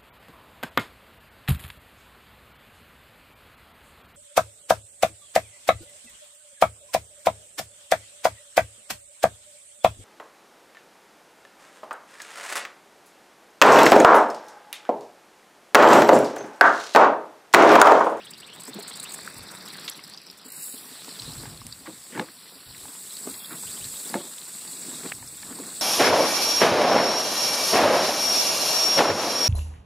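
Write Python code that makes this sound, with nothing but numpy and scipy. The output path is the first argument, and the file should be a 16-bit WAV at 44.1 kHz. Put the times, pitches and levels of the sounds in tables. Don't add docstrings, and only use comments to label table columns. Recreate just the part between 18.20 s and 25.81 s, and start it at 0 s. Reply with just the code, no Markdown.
import sys
import numpy as np
from scipy import signal
from scipy.fft import rfft, irfft, next_fast_len
from scipy.io import wavfile
from scipy.ndimage import uniform_filter1d

SR = 44100
rng = np.random.default_rng(int(sys.argv[2]) if len(sys.argv) > 2 else 0)


def to_linear_factor(level_db):
    exponent = np.asarray(level_db, float) / 20
    return 10 ** exponent


def inscribe(sig):
    pcm = np.round(np.clip(np.atleast_2d(sig).T, -1, 1) * 32767)
    wavfile.write(sys.argv[1], SR, pcm.astype(np.int16))


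N = 335601
T_S = np.arange(N) / SR
STEADY_S = 2.32


def evened(x):
    return x / np.sqrt(np.mean(x ** 2) + 1e-20)


def curve(rows, column):
    rows = np.array(rows)
    return np.interp(T_S, rows[:, 0], rows[:, column])


def add(mix, start_s, sound):
    part = mix[max(round(start_s * SR), 0):][:len(sound)]
    part += sound[:len(part)]


def coloured(x, colour):
    colour_hz, colour_db = np.transpose(colour)
    size = next_fast_len(N)
    hz = np.fft.rfftfreq(size, 1 / SR)
    gain_db = np.interp(np.log(hz + 1), np.log(colour_hz), colour_db, -90, -90)
    return evened(irfft(rfft(x, size) * to_linear_factor(gain_db), size)[:N])


def patchy(patch_db, flicker_db, size=256):
    frames = 4 * N // size + 5
    a, b, patches = rng.standard_normal((frames, size // 2 + 1, 3)).T
    patches = uniform_filter1d(patches, size=4, axis=0)
    patches = evened(uniform_filter1d(patches, size=24, axis=1))
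    flicker = evened(uniform_filter1d(rng.standard_normal(frames), size=5))
    z = (a + 1j * b) * to_linear_factor(patch_db * patches + flicker_db * flicker)
    return evened(signal.istft(z, nperseg=size, noverlap=3 * size // 4)[1][:N])


def crackle(per_s, spread_db):
    place, size, sign = rng.random((round(per_s * N / SR), 3)).T
    out = np.zeros(N)
    size_db = spread_db * np.minimum(-np.log(size + 1e-9), 4.2)
    out[(place * N).astype(int)] = to_linear_factor(size_db) * np.sign(sign - .5)
    return evened(out)


def wobble():
    return evened(uniform_filter1d(rng.standard_normal(N), size=300))


def resonate(x, hz, width_hz):
    turn = np.exp(2j * np.pi * np.cumsum(hz) / SR)
    r = np.exp(-np.pi * width_hz / SR)
    return 2 * (turn * signal.lfilter([1 - r], [1, -r], x / turn)).real


def struck(events, partners, rise_s, rough):
    out = np.zeros(N)
    chance = rng.standard_normal((len(events), 5000))
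    t = np.arange(5000) / SR
    for (start_s, db, hz, t60_s, upper_db), noise in zip(events, chance):
        ring = np.sin(2 * np.pi * hz * t)
        ring += rough * evened(resonate(noise, hz + 0 * t, 0.74 * hz))
        for ratio, level_db in partners:
            ring += to_linear_factor(level_db + upper_db) * np.sin(2 * np.pi * hz * ratio * t)
        decay = to_linear_factor(db - 60 * t / max(t60_s, .003))
        add(out, start_s, ring * decay * (1 - np.exp(-t / rise_s)))
    return out


def swells(rows, rise_db_per_s, fall_db_per_s, floor_db):
    t = np.arange(0, N, 32) / SR
    db = np.full(len(t), -120.)
    for (start_s, hold_s, top_db), up, down in zip(rows, rise_db_per_s, fall_db_per_s):
        before_s = np.maximum(start_s - t, 0)
        after_s = np.maximum(t - start_s - hold_s, 0)
        db = np.maximum(db, top_db - up * before_s - down * after_s)
    return np.maximum(to_linear_factor(db).repeat(32)[:N], to_linear_factor(floor_db))


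# start_s, level_db (relative to spurts), shade_db
SEEP = [
    (0.0, -16.5, 3.5),
    (0.85, -17, -0.5),
    (1.0, -9, 1),
    (1.7, -12, 5),
    (1.95, -16.5, 5),
    (2.25, -10.5, 3),
]
# start_s, level_db, shade_db (by the pliers)
JET = [(2.32, -46.5, 6), (2.45, -35.5, 5), (2.62, -48, 8), (2.76, -46, 2), (3.22, -43, 1), (3.4, -51, 3),
       (3.97, -45, -0.5), (4.08, -51.5, 4), (4.48, -53, 8), (4.62, -42.5, 1), (5.12, -38.5, 2),
       (5.24, -46.5, 10.5), (5.43, -37, 0.5), (5.88, -36, 1), (5.98, -41, 0), (6.87, -37, -2),
       (7.0, -44, 1), (7.61, -38, -2)]


def gap(column):
    return np.where(T_S < STEADY_S, curve(SEEP, column), curve(JET, column))


# pitch_hz, level_db (per Hz)
JET_COLOUR = [(3710, -16), (6300, -18), (7850, -0.5), (8220, -1), (8730, -5.5), (9420, -11.5),
              (10200, -10.5), (11400, -15.5), (12700, -13.5), (14100, -19), (14900, -19.5), (15600, -11.5)]
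# start_s, level_db (rms), length_s
SPURTS = [(0.044, -47, 0.022), (0.103, -45.5, 0.016), (0.199, -43, 0.014), (0.264, -46.5, 0.018),
          (0.333, -46, 0.025), (0.398, -41, 0.017), (0.465, -41, 0.033), (0.538, -39.5, 0.014),
          (0.587, -42, 0.023), (0.623, -39.5, 0.014), (0.673, -38, 0.036), (0.753, -36.5, 0.026),
          (0.797, -33.5, 0.0091), (0.828, -32, 0.021), (0.935, -33.5, 0.018), (1.161, -45, 0.039),
          (1.224, -44, 0.02), (1.268, -47, 0.02), (1.307, -42, 0.017), (1.339, -44, 0.029),
          (1.453, -42.5, 0.021), (1.52, -44.5, 0.027), (1.635, -44, 0.027), (1.697, -30.5, 0.0047),
          (1.752, -48, 0.036), (1.83, -46.5, 0.03), (1.896, -37.5, 0.005), (2.112, -39, 0.004),
          (2.172, -48, 0.02), (2.244, -49.5, 0.025)]
# start_s, peak_db, length_s
SPITS = [(0.177, -35, 0.009), (0.1864, -40, 0.009), (0.4324, -33, 0.009), (0.45, -30, 0.009),
         (0.495, -35, 0.009), (0.732, -30, 0.009), (0.8929, -28, 0.009), (0.9024, -33, 0.009),
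         (0.9178, -24, 0.009), (0.9802, -31, 0.009), (1.0056, -30, 0.009), (1.0294, -34, 0.009),
         (1.0444, -33, 0.009), (1.0594, -29, 0.009), (1.0794, -33, 0.009), (1.0974, -33, 0.009),
         (1.1218, -33, 0.009), (1.14, -31, 0.009), (1.18, -34, 0.009), (1.4217, -36, 0.009),
         (1.482, -31, 0.009), (1.5658, -33, 0.009), (1.595, -37, 0.009), (1.607, -34, 0.009),
         (2.0617, -39, 0.009), (2.2614, -38, 0.009), (2.2822, -32, 0.009), (2.319, -30, 0.009)]
# start_s, peak_db
TICKS = [(0.2864, -44), (0.2997, -41), (0.3606, -34), (0.4194, -34), (1.3862, -32), (1.7144, -42),
         (1.7344, -38), (1.7994, -45), (1.8771, -30), (1.9044, -42), (1.929, -40), (1.9644, -43),
         (2.0168, -38), (2.0344, -39), (2.0744, -47), (2.1294, -42), (2.1944, -47), (2.2154, -44),
         (2.3032, -30), (2.3344, -32)]


def jet():
    crest_db, tick_s = 9, .003
    spits = [(s, db - crest_db, length_s) for s, db, length_s in SPITS]
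    spits += [(s, db - crest_db + 1.5, tick_s) for s, db in TICKS]
    usual_db = uniform_filter1d(curve(sorted(SPURTS + spits), 1), size=4000)
    spurts = np.zeros(N)
    for start_s, db, length_s in SPURTS + spits:
        t = np.arange(0, length_s + 0.016, 1 / SR)
        edge_s = .001 + .12 * length_s
        rise = 1 - np.exp(-t / edge_s)
        fall = np.exp(-np.maximum(t - 0.8 * length_s, 0) / edge_s)
        add(spurts, start_s - .001, to_linear_factor(db - 2.0) * rise * fall)
    steady = to_linear_factor(gap(1) + np.where(T_S < STEADY_S, usual_db, 0))
    crackles = crackle(700, 3.5)
    hiss = coloured(patchy(1.53, 0.79) + 0.36 * crackles, JET_COLOUR) * steady
    hiss += coloured(patchy(4.0, 1.6) + 0.4 * crackles, JET_COLOUR) * spurts
    top = signal.oaconvolve(hiss, signal.firwin(101, 9600, pass_zero=False, fs=SR), "same")
    return hiss + (to_linear_factor(gap(2)) - 1) * top


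# start_s, flow_db
WATER = [(0.0, -52.5), (0.14, -53.5), (0.33, -51.5), (0.69, -48.5), (1.32, -47.5), (1.66, -46), (1.98, -51),
         (2.29, -52), (3.05, -46), (3.47, -53.5), (3.82, -53.5), (4.16, -52.5), (4.96, -50), (5.85, -47.5),
         (6.1, -51), (6.87, -47), (6.97, -53), (7.61, -47.5)]


def flow_db():
    return curve(WATER, 1)


def pocket_share():
    return np.interp(T_S, [0, .4, .95, 1.15], [.85, .88, .75, .72])


# start_s, pitch_hz (first), climb_hz_per_s, level_db
GULPS = [(0., 2100, 30000, 0.1), (.065, 3000, 34000, 1), (.113, 2010, 40000, -0.5), (.15, 2700, 45000, 1),
         (.213, 2200, 41700, 0.1), (.275, 2500, 12000, 0), (.36, 2900, 34000, -2), (.418, 4000, 22000, 0.5),
         (.53, 3700, 15000, 0), (.575, 3900, 6000, 1), (.628, 4100, 4000, 2.5), (.713, 3800, 20000, 2),
         (.765, 3920, 6000, 0), (.85, 2700, 34000, 2), (.955, 4100, 6000, 0.1), (2.9, 4600, -15000, 0.1),
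         (2.99, 3800, 28000, 1.2), (3.05, 3900, 2000, 0.1), (3.18, 4000, 15000, -1.5),
         (4.86, 3100, 20000, -2.5), (4.92, 3400, 20000, -2.5), (5.195, 3300, 2000, 0.5),
         (5.47, 2800, 32000, 0.5), (5.565, 3200, 9000, -2.5), (5.61, 2400, 40000, -1.5),
         (5.75, 3300, 25000, -2.5), (5.85, 3300, 25000, -2.5), (5.975, 3300, 3000, -1.5),
         (6.06, 3500, 5000, -1.5)]


def gurgle():
    rows = np.array(GULPS)
    current = np.maximum(np.searchsorted(rows[:, 0], T_S) - 1, 0)
    start_s, first_hz, climb, gulp_db = rows[current].T
    since_s = T_S - start_s
    hz = np.minimum(first_hz + climb * since_s, 5000) * (1 + .035 * wobble())
    noise = rng.standard_normal(N) * to_linear_factor(3.5 * wobble())
    pocket = evened(resonate(resonate(noise, hz, 520), hz, 520))
    level = to_linear_factor(flow_db() + gulp_db + 3.6) * pocket_share()
    return level * np.exp(-(since_s / .075) ** 4) * pocket


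# pitch_hz, level_db (per Hz)
FIZZ_COLOUR = [(1290, -41), (2200, -24), (2440, -5.5), (2890, -3), (3390, -1.5), (3990, 3), (4640, 4.5),
               (5910, -4.5), (6400, -15), (8320, -43), (14100, -120)]


def fizz():
    bubbles = np.zeros(N)
    for hz, cycles in rng.uniform([3500, 8], [5200, 30], (28, 2)):
        turns = np.arange(round(cycles * SR / hz)) * hz / SR
        ring = np.sin(2 * np.pi * turns * (1 + 0.11 * turns / cycles))
        ring *= np.exp(-3 * turns / cycles) * (1 - np.exp(-turns))
        sizes = crackle(8, 4.0)
        for at in np.flatnonzero(sizes):
            add(bubbles, at / SR, sizes[at] * ring)
    spray = coloured(patchy(3.5, 2.0) + .4 * crackle(300, 3.5), FIZZ_COLOUR)
    spray *= 1.55 - pocket_share()
    return to_linear_factor(flow_db()) * (1.02 * spray + 0.45 * evened(bubbles))


def runoff_db():
    splash_db, slop_db, slop_ends_s = -4.5, 3.5, 1.795
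    return flow_db() + splash_db + slop_db * np.clip((slop_ends_s - T_S) / 0.18, 0, 1)


# start_s (hardest moment), level_db, swell_db_per_s
RUBS = [(0.58, -47.5, 90), (2.27, -55, 60), (2.54, -57, 150), (2.68, -64, 150), (2.89, -63, 120),
        (3.25, -44.5, 62), (3.689, -41.5, 250), (4.0, -30, 230), (4.66, -53, 56), (5.09, -41.5, 180),
        (5.34, -41.5, 200), (5.57, -48, 74), (5.96, -34, 130), (6.68, -43, 53), (6.862, -36.5, 144),
        (7.41, -43, 40)]


def rubbing(floor_db):
    pace = [row[2] for row in RUBS]
    return swells([(s, 0, db) for s, db, _ in RUBS], pace, pace, floor_db)


# pitch_hz, level_db (per Hz)
SPLASH_COLOUR = [(59, -24), (100, -12.5), (177, 1.5), (281, -8), (358, -5.5), (713, -9), (1050, -6.5),
                 (1950, -7.5), (2830, -12.5), (3050, -15), (3600, -7.5), (4680, -47), (7920, -120)]


def splash():
    shaken_db = -20
    level = to_linear_factor(runoff_db() + 1.5) + to_linear_factor(shaken_db) * rubbing(-99)
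    return level * coloured(patchy(2.25, 1.13) + 0.32 * crackle(120, 4.9), SPLASH_COLOUR)


# pitch_hz, level_db (per Hz)
RUMBLE_COLOUR = [(65, -36), (110, -9), (173, 1.5), (334, 0.5), (447, -5), (560, -9), (674, -9.5),
                 (1130, -11.5), (1530, -17), (2100, -24), (2600, -21), (3380, -55), (5720, -120)]


def rumble():
    drone_db = -5
    level = to_linear_factor(-2.5) * rubbing(runoff_db() + drone_db)
    return level * coloured(patchy(1.55, 2.6, size=512), RUMBLE_COLOUR)


# start_s, peak_db, pitch_hz
POPS = [(0.1355, -25.5, 4800), (0.5322, -27, 4170), (0.7214, -26, 4000), (1.4088, -27.5, 4570),
        (1.4775, -26, 3920), (1.503, -23, 4150), (1.5833, -29, 4250), (1.659, -31, 5040),
        (1.6781, -21, 3540), (1.838, -25.5, 5030), (1.936, -25.5, 4650), (1.9744, -23.5, 4940),
        (2.067, -31, 5130), (2.0996, -25.5, 5070), (2.9968, -21.5, 4100), (3.5248, -21, 4680),
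        (3.995, -23, 3670), (4.907, -27.5, 4040), (4.968, -23.5, 4400), (5.1415, -25, 4170),
        (5.2576, -28, 3870), (5.5149, -27, 4550), (5.6427, -25, 4060), (5.798, -25, 4400),
        (5.892, -24.5, 4600), (5.9397, -31, 2580), (6.0187, -28.5, 4360), (6.9184, -23, 2520),
        (7.0753, -27.5, 5200), (.851, -30, 2820), (1.2067, -29, 4500), (1.3708, -30, 3980),
        (1.7459, -30, 4070), (1.945, -29, 4700), (4.683, -33, 3500), (4.51, -35, 4100), (6.0681, -32, 3580),
        (6.341, -32, 4490), (5.985, -32, 3400), (3.3747, -31, 4290), (5.1113, -30, 4290),
        (5.2037, -31, 3350), (5.3293, -30, 3770), (5.375, -33, 3950), (5.7693, -28, 4940),
        (6.2148, -28.5, 4120), (6.4762, -28, 4580), (6.5326, -28, 4240), (7.225, -29, 4430)]


def pops():
    echo_s, echo_db = 0.0076, -7
    echoes = [(s + echo_s, db + echo_db, hz) for s, db, hz in POPS if s < STEADY_S]
    events = [(s, db + 2.0, hz, .012, 0) for s, db, hz in POPS + echoes]
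    return struck(events, [(.8, -10.5), (1.1, -8.5)], 0.0012, 0.2)


# pitch_hz, level_db (per Hz)
WIND_COLOUR = [(12, -48), (20, -33), (38, -0.5), (128, 5.5), (149, 4.5), (188, -13), (260, 1.5), (340, -35),
               (570, -120)]
# start_s, hold_s, level_db
GUSTS = [(0.29, .05, -67), (0.56, .02, -67), (0.95, .6, -66), (1.16, .04, -52), (3.0, 0.49, -47),
         (3.95, .05, -62), (4.47, .03, -52), (4.58, .02, -57), (5.1, .02, -61), (5.45, 0.25, -57),
         (5.9, .05, -64), (3.62, 0.13, -62), (6.75, .1, -64), (6.93, .36, -58)]


def wind():
    rise_db_per_s, fall_db_per_s, calm_db = 900, 120, -75
    level = swells(GUSTS, [rise_db_per_s] * len(GUSTS), [fall_db_per_s] * len(GUSTS), calm_db)
    return level * coloured(patchy(0.33, 3.0, size=1024), WIND_COLOUR)


# start_s, peak_db, pitch_hz, t60_s
KNOCKS = [(0.478, -32, 265, 0.12), (0.552, -30.5, 210, 0.12), (0.584, -30, 410, 0.08),
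          (2.255, -38.5, 262, 0.092), (2.537, -34, 258, 0.066), (2.653, -38.5, 246, 0.066),
          (2.715, -35.5, 264, 0.057), (2.877, -33, 263, 0.073), (3.078, -26.5, 152, 0.063),
          (3.233, -32.5, 262, 0.057), (3.332, -34.5, 149, 0.1), (3.604, -39, 256, 0.061),
          (3.676, -32.5, 315, 0.11), (3.949, -32, 207, 0.07), (3.955, -27, 289, 0.065),
          (4.36, -40, 263, 0.06), (4.686, -35, 277.4, 0.042), (5.069, -25.5, 261, 0.074),
          (5.927, -27, 217, 0.06), (5.949, -22.5, 200, 0.11), (5.963, -25.5, 349, 0.13),
          (3.925, -35, 270, 0.063), (3.98, -23.5, 214, .08), (4.007, -27.5, 522, 0.084),
          (5.95, -22.5, 530, 0.078), (4.01, -24, 301, 0.09), (3.452, -32, 140, 0.066),
          (6.68, -38, 258, 0.11), (6.849, -30, 280, 0.081), (7.308, -28.5, 250, 0.064),
          (7.395, -26, 282, 0.054)]


def knocks():
    events = [(s, db, hz, t60_s, 0) for s, db, hz, t60_s in KNOCKS]
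    return struck(events, [(1.65, -5.5), (2.1, -14), (2.6, -19.5)], 0.0033, 0.36)


# start_s, peak_db, pitch_hz, overtones_db
CLICKS = [(0.479, -27, 985, -15), (0.943, -31, 904, -8), (1.683, -33, 1050, -4), (1.792, -31.5, 1130, -6),
          (2.879, -31, 895, -23), (3.234, -28.5, 885, -15), (3.255, -25.5, 850, -9.5),
          (3.416, -29.5, 1110, -18), (3.658, -32, 1030, -11), (3.671, -25, 1150, -16),
          (3.976, -18, 870, -12), (3.995, -11, 880, -9), (4.654, -29, 870, -16), (4.681, -33, 1050, -17),
          (5.072, -25, 630, -9), (5.435, -28.5, 920, -18), (5.899, -33, 795, -8), (5.941, -12, 890, -9.5),
          (6.859, -29, 980, -5.5), (6.919, -28, 810, -9), (7.026, -29.5, 935, -11.5),
          (7.231, -34.5, 935, -0.5), (7.307, -37, 888, -10), (7.387, -26, 925, -25)]


def clicks():
    events = [(s, db - 4.5, hz, .018, upper_db) for s, db, hz, upper_db in CLICKS]
    return struck(events, [(1.9, 8), (2.4, 4.5), (3.3, -5), (4.6, -3.5)], 0.00052, 0.39)


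# start_s, length_s, level_db, pitch_hz
SCUFFS = [(3.662, 0.023, -43.5, 1440), (1.677, 0.023, -33, 3570), (5.3, 0.062, -43.5, 1340),
          (6.9185, .008, -29, 1990), (3.4665, 0.003, -31.5, 7800), (2.845, .004, -38, 4500),
          (3.02, .003, -34, 4000), (4.545, .012, -49, 2050), (6.182, .004, -41, 3500),
          (5.652, .004, -38, 5200), (7.435, .004, -42, 1800), (5.947, 0.023, -38, 600),
          (.9885, .004, -35, 1360), (1.0755, .004, -32, 1500), (4.084, 0.0073, -45, 1540),
          (3.92, .03, -47, 2000), (3.945, .05, -42, 1500), (6.052, .004, -40, 4100)]


def scuffs():
    out = np.zeros(N)
    chance = rng.standard_normal((len(SCUFFS), 6000))
    for (start_s, length_s, db, hz), noise in zip(SCUFFS, chance):
        pitch_hz = np.full(6000, hz)
        rub = evened(resonate(resonate(noise, pitch_hz, 0.52 * hz), pitch_hz, hz))
        rub = rub[:round(length_s * SR)]
        force = signal.windows.tukey(len(rub), .3) * np.linspace(1.3, .5, len(rub))
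        add(out, start_s, to_linear_factor(db) * rub * force)
    return out


def pipe():
    highpass = signal.butter(3, 140, "high", fs=SR, output="sos")
    return signal.sosfilt(highpass, rumble() + knocks() + clicks() + scuffs())


def scene():
    mono = jet() + gurgle() + fizz() + splash() + pops() + wind() + pipe()
    return np.array([mono, mono])


def weak_spot_loss_db(hz, z):
    power = uniform_filter1d(abs(z) ** 2 * (hz > 2600), size=7, axis=0)
    power = uniform_filter1d(power, size=5, axis=1) + 1e-16
    below_db = 10 * np.log10(abs(uniform_filter1d(power, size=81, axis=0) / power)) - 11
    return np.clip(12 * below_db, 0, 40) * (hz > 2800)


# mid_hz, half_width_hz_per_db, need_db (jet over flow), most_db (flow)
VALLEYS = [
    (6270, 58, -9, 0),
]
# start_s, shift_hz
VALLEY_SHIFT = [
    (0, 250),
    (2.27, 280),
    (2.36, -150),
    (2.53, -150),
    (2.6, 250),
    (4.6, 150),
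    (5.1, -200),
    (5.4, -150),
    (7.61, 150),
]


def empty_valleys(lost_db, hz, t, low_hz, high_hz):
    at = np.minimum(t * SR, N - 1).astype(int)
    shade_db = np.minimum(gap(2)[at], np.where(t < 2.172, 3, 9))
    water_db = flow_db()[at]
    over_db = curve(JET, 1)[at] - water_db
    for mid_hz, widen, need_db, most_db in VALLEYS:
        mid_hz = mid_hz + curve(VALLEY_SHIFT, 1)[at]
        inside = hz > mid_hz - widen * shade_db + low_hz
        inside &= hz < mid_hz + widen * shade_db + high_hz
        shaded = shade_db + low_hz / 90 > 2.9
        lost_db[inside & shaded & (over_db > need_db) & (water_db < most_db)] = 50
    in_slit = abs(hz - 3020 - high_hz) < 70
    slit_open = over_db * .7 + shade_db * .8 + low_hz / 25 > 7
    lost_db[in_slit & slit_open & (t > 2.6)] = 25


# start_s, end_s, mid_hz, half_width_hz, loss_db
HOLLOWS = [(.97, 1.48, 3150, 450, 6), (1.12, 1.21, 3300, 150, 12), (1.1, 1.18, 6550, 220, 22),
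           (1.33, 1.46, 6550, 220, 22), (1.5, 1.665, 6550, 240, 28), (1.76, 1.89, 6500, 240, 20),
           (2.01, 2.08, 3550, 190, 20), (2.24, 2.33, 3600, 190, 30), (2.29, 2.45, 3370, 360, 50),
           (2.49, 2.555, 3450, 260, 35), (2.21, 2.31, 6400, 400, 30), (2.27, 2.31, 5600, 500, 16),
           (5.1, 5.34, 3000, 150, 32), (5.38, 5.47, 2950, 110, 18), (5.16, 5.23, 4950, 110, 20),
           (5.18, 5.23, 7200, 200, 14), (3.24, 3.36, 6450, 160, 22), (4.53, 4.62, 6400, 200, 28),
           (4.78, 4.83, 6500, 230, 30), (5.97, 6.045, 6300, 200, 22), (6.02, 6.1, 2950, 150, 12),
           (6.48, 6.66, 3120, 150, 18), (6.76, 6.83, 3050, 150, 16), (6.99, 7.04, 3300, 200, 18),
           (7.06, 7.14, 3100, 200, 25), (7.165, 7.205, 3000, 200, 25), (7.23, 7.37, 6400, 200, 28),
           (7.42, 7.58, 3100, 120, 15), (7.53, 7.61, 6450, 250, 22)]


def hollow_loss_db(hz, t, low_hz):
    lost_db = 0
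    for start_s, end_s, mid_hz, half_hz, db in HOLLOWS:
        depth = np.clip(3 - 3 * abs(hz - mid_hz - low_hz / 3) / half_hz, 0, 1)
        lost_db = lost_db + db * depth * ((t > start_s) & (t < end_s))
    return lost_db


def roll_off(x):
    return signal.sosfilt(signal.butter(12, 15750, fs=SR, output="sos"), x)


def record(dry):
    hz, t, z = signal.stft(dry[0], SR, nperseg=1024, noverlap=768)
    hz = hz[:, None]
    ragged_hz = rng.uniform([-170, -60], [60, 170], (len(t) // 4 + 1, 2))
    low_hz, high_hz = ragged_hz.repeat(4, axis=0)[:len(t)].T
    lost_db = weak_spot_loss_db(hz, z)
    empty_valleys(lost_db, hz, t, low_hz, high_hz)
    lost_db += hollow_loss_db(hz, t, low_hz)
    kept = signal.istft(z * to_linear_factor(-lost_db), nperseg=1024, noverlap=768)[1][:N]
    kept = signal.oaconvolve(kept, signal.firwin(511, 15640, window=("kaiser", 9), fs=SR), "same")
    return roll_off(np.array([kept, kept]))


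dry = scene()
out = record(dry)
inscribe(out)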